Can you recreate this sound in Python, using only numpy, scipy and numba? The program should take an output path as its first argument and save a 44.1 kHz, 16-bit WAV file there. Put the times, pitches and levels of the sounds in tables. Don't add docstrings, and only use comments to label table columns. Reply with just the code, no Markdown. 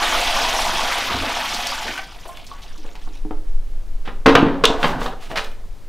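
import sys
import numpy as np
from scipy import signal
from scipy.fft import rfft, irfft, next_fast_len
from scipy.io import wavfile
from numba import njit

SR = 44100
rng = np.random.default_rng(int(sys.argv[2]) if len(sys.argv) > 2 else 0)


def persist_wave(psi):
    counts = np.round(np.clip(psi, -1, 1) * 32767).astype(np.int16)
    wavfile.write(sys.argv[1], SR, np.atleast_2d(counts).T)


N = 259347
TIME = np.arange(N) / SR
TOP_HZ = 15500

FULL_STREAM_DB, FULL_GURGLE_DB, FULL_PLUNGE_DB, FULL_SPRAY_DB = -22, -2.5, -19, -11
GURGLE_LOSS, PLUNGE_GAIN, SPRAY_GAIN = 0.076, 0.15, 0.079
DRIBBLE_DB, DRIBBLE_FADE_DB_PER_S, DRIBBLE_END_S, CUT_OFF_DB_PER_S = -43.5, 7, 3.17, 400
# start_s, splash_level_db
STREAM_STRENGTH = [(0.0, -19.5), (1.0, -22.5), (1.651, -26), (1.921, -28.5), (2.08, -45)]
# centre_s, spread_s (to 1/e), extra_plunge_db, extra_spray_db
GUSHES = [(0.61, 0.047, 6, 4), (0.743, 0.071, 9.5, -0.5), (1.183, 0.12, 14.5, -7), (1.563, 0.057, 9.5, -1),
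          (1.89, 0.043, 19, -8)]


def pour():
    s, db = np.transpose(STREAM_STRENGTH)
    after_s = TIME - s[-1]
    stream_db = np.interp(TIME, s, db) - CUT_OFF_DB_PER_S * np.maximum(after_s, 0)
    dribble_db = DRIBBLE_DB - DRIBBLE_FADE_DB_PER_S * after_s
    dribble_db = dribble_db - CUT_OFF_DB_PER_S * np.maximum(TIME - DRIBBLE_END_S, 0)
    splash_db = np.maximum(stream_db, dribble_db)
    thinning_db = np.clip(FULL_STREAM_DB - splash_db, 0, 30)
    gurgle_db = FULL_GURGLE_DB - GURGLE_LOSS * thinning_db
    plunge_db = FULL_PLUNGE_DB + PLUNGE_GAIN * thinning_db
    spray_db = FULL_SPRAY_DB + SPRAY_GAIN * thinning_db
    for centre_s, spread_s, extra_plunge_db, extra_spray_db in GUSHES:
        swell = np.exp(-((TIME - centre_s) / spread_s) ** 2)
        plunge_db = plunge_db + extra_plunge_db * swell
        spray_db = spray_db + extra_spray_db * swell
    return water(splash_db, FULL_STREAM_DB, gurgle_db, plunge_db, spray_db)


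def water(splash_db, full_db, gurgle_db, plunge_db, spray_db):
    flow = np.clip(undb(0.6 * (splash_db - full_db)), 0.04, 1)
    plunge = swarm(np.sqrt(flow), 80, 500, cycles=8, scatter_db=1.5, rise=0.08, count=6000)
    gurgle = swarm(flow, 470, 1550, cycles=15, scatter_db=3.2, rise=0.08, count=12000)
    splash = swarm(flow, 1496, 5060, cycles=19, scatter_db=3.2, rise=0.04, count=28000)
    crackle = swarm(flow, 1660, 9600, cycles=2.4, scatter_db=2, rise=0, count=24000)
    spray = swarm(flow, 5135, 13590, cycles=58, scatter_db=-0.5, rise=0.014, count=24000)
    mix = undb(-4.5) * (splash + crackle) + undb(gurgle_db) * gurgle
    mix = mix + undb(plunge_db) * plunge + undb(spray_db) * spray
    return undb(splash_db) * mix


# frequency_hz, gain_db
WATER_COLOUR = [(50, -11), (88, -19.5), (150, -25.5), (245, -4), (330, -9.5), (440, -13), (600, -8),
                (720, -0.5), (1000, 1.5), (1700, -1), (3400, 5), (5400, -0.5), (8000, -8), (15000, -8)]


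def swarm(flow, lo_hz, hi_hz, cycles, scatter_db, rise, count):
    clumps = np.repeat(rng.random((count // 8, 3)), 8, axis=0)
    when, pitch, chance = clumps.T
    lag, detune, life, size = rng.random((len(clumps), 4)).T
    start = (when * N + 0.012 * SR * lag).astype(np.int64) % N
    hz = lo_hz * (hi_hz / lo_hz) ** pitch
    hz = np.minimum(hz * 2 ** (0.43 * (detune - 0.5)), TOP_HZ)
    size = undb(-scatter_db * np.log(1 - 0.99 * size))
    size = size * (chance < flow[start]) / np.sqrt(flow[start])
    sound = bubbles(start, hz, cycles * (0.5 + life), size, float(rise))
    return unit(colour(sound, WATER_COLOUR))


@njit
def bubbles(start, hz, cycles, size, rise):
    out = np.zeros(N)
    for k in range(len(start)):
        n, phase = int(cycles[k] * SR / hz[k]) + 2, 0.
        for i in range(min(n, N - start[k])):
            phase += 2 * np.pi * hz[k] * (1 + rise * i / n) / SR
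            out[start[k] + i] += size[k] * np.exp(-6 * i / n) * np.sin(phase)
    return out


SPATTER_S, SPATTER_OCTAVES, SPATTER_CYCLES, SPATTER_DB = 0.037, 0.74, 55, 1.5
# start_s, starting_pitch_hz, level_db, length_s
PLOPS = [(1.141, 92.4, -24.5, 0.23), (1.55, 4530, -29, 0.075), (1.976, 1525, -23, 0.11),
         (1.99, 765, -22, 0.066), (2.257, 861, -44, 0.054), (2.291, 1050, -30, 0.21),
         (2.371, 3400, -39, 0.086), (2.515, 1114, -24, 0.059), (5.08, 759, -21.5, 0.17),
         (5.325, 652, -30, 0.22)]
# start_s, level_db, centre_hz, decay_s
SPLATS = [(.908, -20.5, 1830, 0.018), (1.532, -25.5, 4600, 0.022), (1.644, -29, 3100, 0.049),
          (1.669, -18, 5100, 0.0028), (1.877, -25.5, 1870, 0.02), (1.976, -24.5, 2200, 0.0067),
          (2.255, -32, 760, 0.0045), (2.274, -43.5, 8900, 0.014), (2.37, -34, 2740, 0.0041),
          (2.465, -39, 5100, 0.0095), (2.616, -42, 4070, 0.021), (2.776, -43.5, 4770, 0.0071),
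          (3.153, -44, 3100, 0.0035)]


def drips():
    s, hz, db, length_s = np.transpose(PLOPS)
    out = bubbles((s * SR).astype(np.int64), hz, hz * length_s, undb(db), 0.04)
    for s, db, hz, decay_s in SPLATS:
        hump = [(hz / 8, -28), (hz / 2, -9), (hz, 0), (hz * 2, -15), (hz * 8, -36)]
        add(out, s, undb(db) * contact(decay_s, hump))
        lag, pitch, life, size = rng.random(size=(4, 5))
        start = ((s + SPATTER_S * lag) * SR).astype(np.int64)
        spatter_hz = hz * 2 ** (SPATTER_OCTAVES * (pitch - 0.5))
        cycles = SPATTER_CYCLES * (0.5 + life)
        out += bubbles(start, spatter_hz, cycles, undb(db + SPATTER_DB) * size, 0.065)
    return out


SLOSH_RISE_DB_PER_S, SLOSH_FADE_DB_PER_S = 134, 60.5
FULL_SLOSH_DB = -40
# crest_s, level_db
SHOVES = [(4.73, -39), (4.898, -39.5), (5.09, -52.5), (5.419, -60.5)]


def slosh():
    waves = []
    for crest_s, db in SHOVES:
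        rise_db = SLOSH_RISE_DB_PER_S * (crest_s - TIME)
        fade_db = SLOSH_FADE_DB_PER_S * (TIME - crest_s)
        waves.append(db - np.maximum(rise_db, fade_db))
    return water(np.max(waves, axis=0), FULL_SLOSH_DB, gurgle_db=12, plunge_db=10, spray_db=-22.5)


# start_s, level_db, decay_s, brightness_db_per_octave, ring_db (relative to the clatter)
LANDINGS = [(4.2595, -0.5, 0.006, -1.5, -6.5), (4.275, -10, 0.021, -1.5, 5), (4.3515, 4, 0.0044, -2, -22.5),
            (4.383, -19, 0.088, -5, 9), (4.428, -28, 0.02, -7.5, 23.5), (4.638, -1.5, 0.005, 0, -19.5),
            (4.701, -28, 0.0087, 0.5, 11)]
# start_s, level_db, decay_s, brightness_db_per_octave
BUMPS = [(2.785, -44.5, 0.0075, -11.5), (2.846, -36.5, 0.01, -4.5), (2.953, -36.5, 0.0069, 5),
         (3.0745, -37.5, 0.005, -4.5), (3.251, -33.5, 0.0066, -14), (3.309, -24, 0.0028, -5.5)]
# start_s, level_db, decay_s, brightness_db_per_octave
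GRIPS = [(4.05, -35.5, 0.015, 2.5), (4.074, -24, 0.011, -2.5), (4.828, -12.5, 0.0079, 1.5),
         (4.841, -8, 0.0087, -2.5), (4.965, -26, .02, -10), (5.014, -18, 0.0077, -4),
         (5.058, -17, 0.0062, -0.5), (5.301, -26.5, 0.021, -3.5), (5.356, -19, 0.0088, 3.5),
         (5.370, -15, 0.012, 3)]
# frequency_hz, level_db, t60_s
STANDING_MODES = [(110, -28, .4), (165, -19, .45), (237, -14, .4), (278, 0, .39), (329, -12, .3),
                  (452, -4, .28), (495, -13, .28), (775, -16, .35), (872, -11, .35), (938, -10, .3),
                  (1040, -12, .3)]
# frequency_hz, level_db, t60_s
HANGING_MODES = [(308, -5.5, 0.22), (422, -12, 0.28), (755, -4.5, 0.12), (861, -7.5, .16), (936, -6, 0.1)]
# frequency_hz, level_db, t60_s
CAVITY_MODES = [(172, -7, .18), (243, -6, .3), (430, -6, .12), (667, -3, .12), (712, -3, .12),
                (761, -1, .15), (835, -6, .1)]
EMPTY_RING_DB, FULL_RING_DB, DULL_RING_GAIN = -0.5, -14.5, 1.3


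def knocks():
    bumps = blows(held(BUMPS, EMPTY_RING_DB), HANGING_MODES)
    landings = blows(LANDINGS, STANDING_MODES)
    grips = blows(held(GRIPS, FULL_RING_DB), CAVITY_MODES)
    return np.sum([bumps, landings, grips], axis=0)


def held(table, ring_db):
    return [(s, db, decay_s, bright_db, ring_db - DULL_RING_GAIN * bright_db)
            for s, db, decay_s, bright_db in table]


# frequency_hz, gain_db
SHELL_COLOUR = [(50, -24.5), (110, -7.5), (170, 3.5), (205, -6.5), (350, -4), (460, 4.5), (650, -3),
                (950, 2.5), (1700, 0), (2200, -4), (3600, -7.5), (4800, -16), (7500, -30), (15000, -44.5)]


def blows(table, modes):
    clatter, boom = np.zeros(N), np.zeros(N)
    for s, db, decay_s, bright_db, ring_db in table:
        add(clatter, s, undb(db) * contact(decay_s, SHELL_COLOUR, bright_db))
        add(boom, s, undb(db + ring_db) * ring(modes, bright_db))
    return clatter, boom


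def ring(modes, tilt_db=0):
    t, out = TIME[:SR], 0
    for hz, db, t60 in modes:
        flex = np.interp(t, np.linspace(0, 1, 60), rng.standard_normal(60))
        phase = 2 * np.pi * hz * (t + 0.0083 * np.cumsum(flex) / SR)
        softness_db = tilt_db * np.log2(hz / 280)
        level_db = db + softness_db - 60 * t / t60 + 2 * flex
        out = out + undb(level_db) * np.sin(phase)
    return out


def contact(decay_s, spectrum, tilt_db=0):
    sound = colour(burst(decay_s), spectrum, tilt_db)
    return sound * np.sqrt(abs(decay_s) * SR / np.sum(sound ** 2))


def burst(decay_s, grain=0.52):
    t = TIME[:SR // 4] / max(decay_s, 3e-4)
    lumps = np.repeat(rng.standard_normal(len(t)), 16)[:len(t)]
    envelope = 2 * (np.exp(-t) - np.exp(-4 * t))
    return rng.standard_normal(len(t)) * np.exp(grain * lumps) * envelope


# start_s, level_db
CLACKS = [(4.642, -8.5), (4.6531, 0.5)]
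# frequency_hz, gain_db
HANDLE_COLOUR = [(200, -19), (1200, 4), (1600, -26.5), (2400, -4.5), (3200, 11.5), (3800, 16), (4600, 1.5),
                 (5600, -1), (7200, -7), (15000, -40)]


def handle():
    out = np.zeros(N)
    for s, db in CLACKS:
        add(out, s, undb(db) * contact(0.0021, HANDLE_COLOUR))
    return out


# start_s, length_s, level_db
SCRAPES = [(4.776, 0.16, -33), (4.981, 0.11, -33.5), (5.194, 0.1, -40), (5.29, 0.043, -37.5),
           (5.438, 0.016, -31.5), (5.514, 0.0079, -38)]


def grit():
    out = np.zeros(N)
    for s, length_s, db in SCRAPES:
        n = int(length_s * SR)
        grains = rng.standard_normal(SR // 2)[:n] ** 3
        crunch = unit(colour(grains, [(500, 6), (3000, 13), (7000, 1.0), (15000, -8.5)]))
        add(out, s, undb(db) * crunch * np.sin(np.linspace(0, np.pi, n)))
    return out


# band_centre_hz, t60_s
ROOM_DECAY = [(100, 0.51), (400, 0.51), (1000, 0.35), (3500, 0.28), (7000, 0.32), (15000, 0.35)]


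def room(x, wet_db):
    t = TIME[:int(0.8 * SR)]
    hz = np.arange(len(t) // 2 + 1) * SR / len(t)
    noise = rfft(rng.standard_normal(len(t)))
    centres = np.array(ROOM_DECAY)[:, 0]
    tail = 0
    for centre_hz, t60 in ROOM_DECAY:
        band = lookup(np.c_[centres, centres == centre_hz], hz)
        tail = tail + irfft(noise * band, len(t)) * undb(-60 * t / t60)
    tail = tail * np.clip((t - 0.002) / 0.0028, 0, 1)
    wet = undb(wet_db)
    response = wet * tail / np.sqrt(0.035 * SR)
    response[0] += 1
    return signal.fftconvolve(x, response)[:N] / np.sqrt(1 + wet ** 2)


# frequency_hz, gain_db
AIR_COLOUR = [(30, -3.5), (95, -6), (140, -12), (300, -15), (600, -18.5), (1500, -27), (5000, -32.5),
              (15000, -42)]
# time_s, level_db
SHAKE = [(0, -24), (1.5, -35), (2.3, -35), (3.5, -19), (4.6, -23), (5.88, -28)]
# frequency_hz, gain_db
RUMBLE_COLOUR = [(4, -22), (8, -6), (11.5, 0), (16, -5), (21, -9), (30, -14), (40, -25), (52, -44),
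                 (70, -58), (200, -90)]


def background(air_db, shake_db):
    rumble = unit(colour(rng.standard_normal(N), RUMBLE_COLOUR))
    shake = undb(np.interp(TIME, *np.transpose(SHAKE)) + shake_db) * rumble
    air = unit(colour(rng.standard_normal(N), AIR_COLOUR))
    return shake + undb(air_db) * air


def undb(db):
    return 10 ** (np.asarray(db) / 20)


def unit(x):
    return x / np.sqrt(np.mean(x ** 2) + 1e-18)


def add(track, s, sound):
    i = max(int(s * SR), 0)
    track[i:i + len(sound)] += sound[:max(N - i, 0)]


def lookup(table, hz):
    f, value = np.transpose(table)
    return np.interp(np.log(hz + 0.0014), np.log(f), value)


def colour(x, table, tilt_db=0):
    n = next_fast_len(len(x) + 2048, True)
    hz = np.arange(n // 2 + 1) * SR / n
    octaves = np.log2(np.maximum(hz, 250) / 1000)
    cepstrum = irfft(np.log(undb(lookup(table, hz) + tilt_db * octaves)), n)
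    cepstrum[1:n // 2] *= 2
    cepstrum[n // 2 + 1:] = 0
    return irfft(rfft(x, n) * np.exp(rfft(cepstrum)), n)[:len(x)]


WATER_WET_DB, CLATTER_WET_DB, HANDLE_WET_DB, RING_WET_DB = -3.5, -0.5, -6.5, -12
RADIATION_HZ = 85
AIR_DB = -46.5
UNSHARED_AIR_DB, UNSHARED_SHAKE_DB = -20, -16


def scene():
    clatter, boom = knocks()
    liquid = room(pour() + slosh() + drips(), WATER_WET_DB)
    buckets = room(clatter + grit(), CLATTER_WET_DB)
    buckets = buckets + room(handle(), HANDLE_WET_DB) + room(boom, RING_WET_DB)
    radiation = signal.butter(2, RADIATION_HZ, "high", fs=SR, output="sos")
    buckets = signal.sosfilt(radiation, buckets)
    mid = liquid + buckets + background(AIR_DB, shake_db=0)
    side = background(AIR_DB + UNSHARED_AIR_DB, UNSHARED_SHAKE_DB)
    return np.array([mid + side, mid - side])


CLIP_LEVELS = (1.0, .9)


def record(dry):
    limit = np.array(CLIP_LEVELS)[:, None]
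    clipped = np.clip(dry, -limit, limit)
    return signal.sosfilt(signal.ellip(8, 0.2, 70, TOP_HZ, fs=SR, output="sos"), clipped)


dry = scene()
out = record(dry)
persist_wave(out)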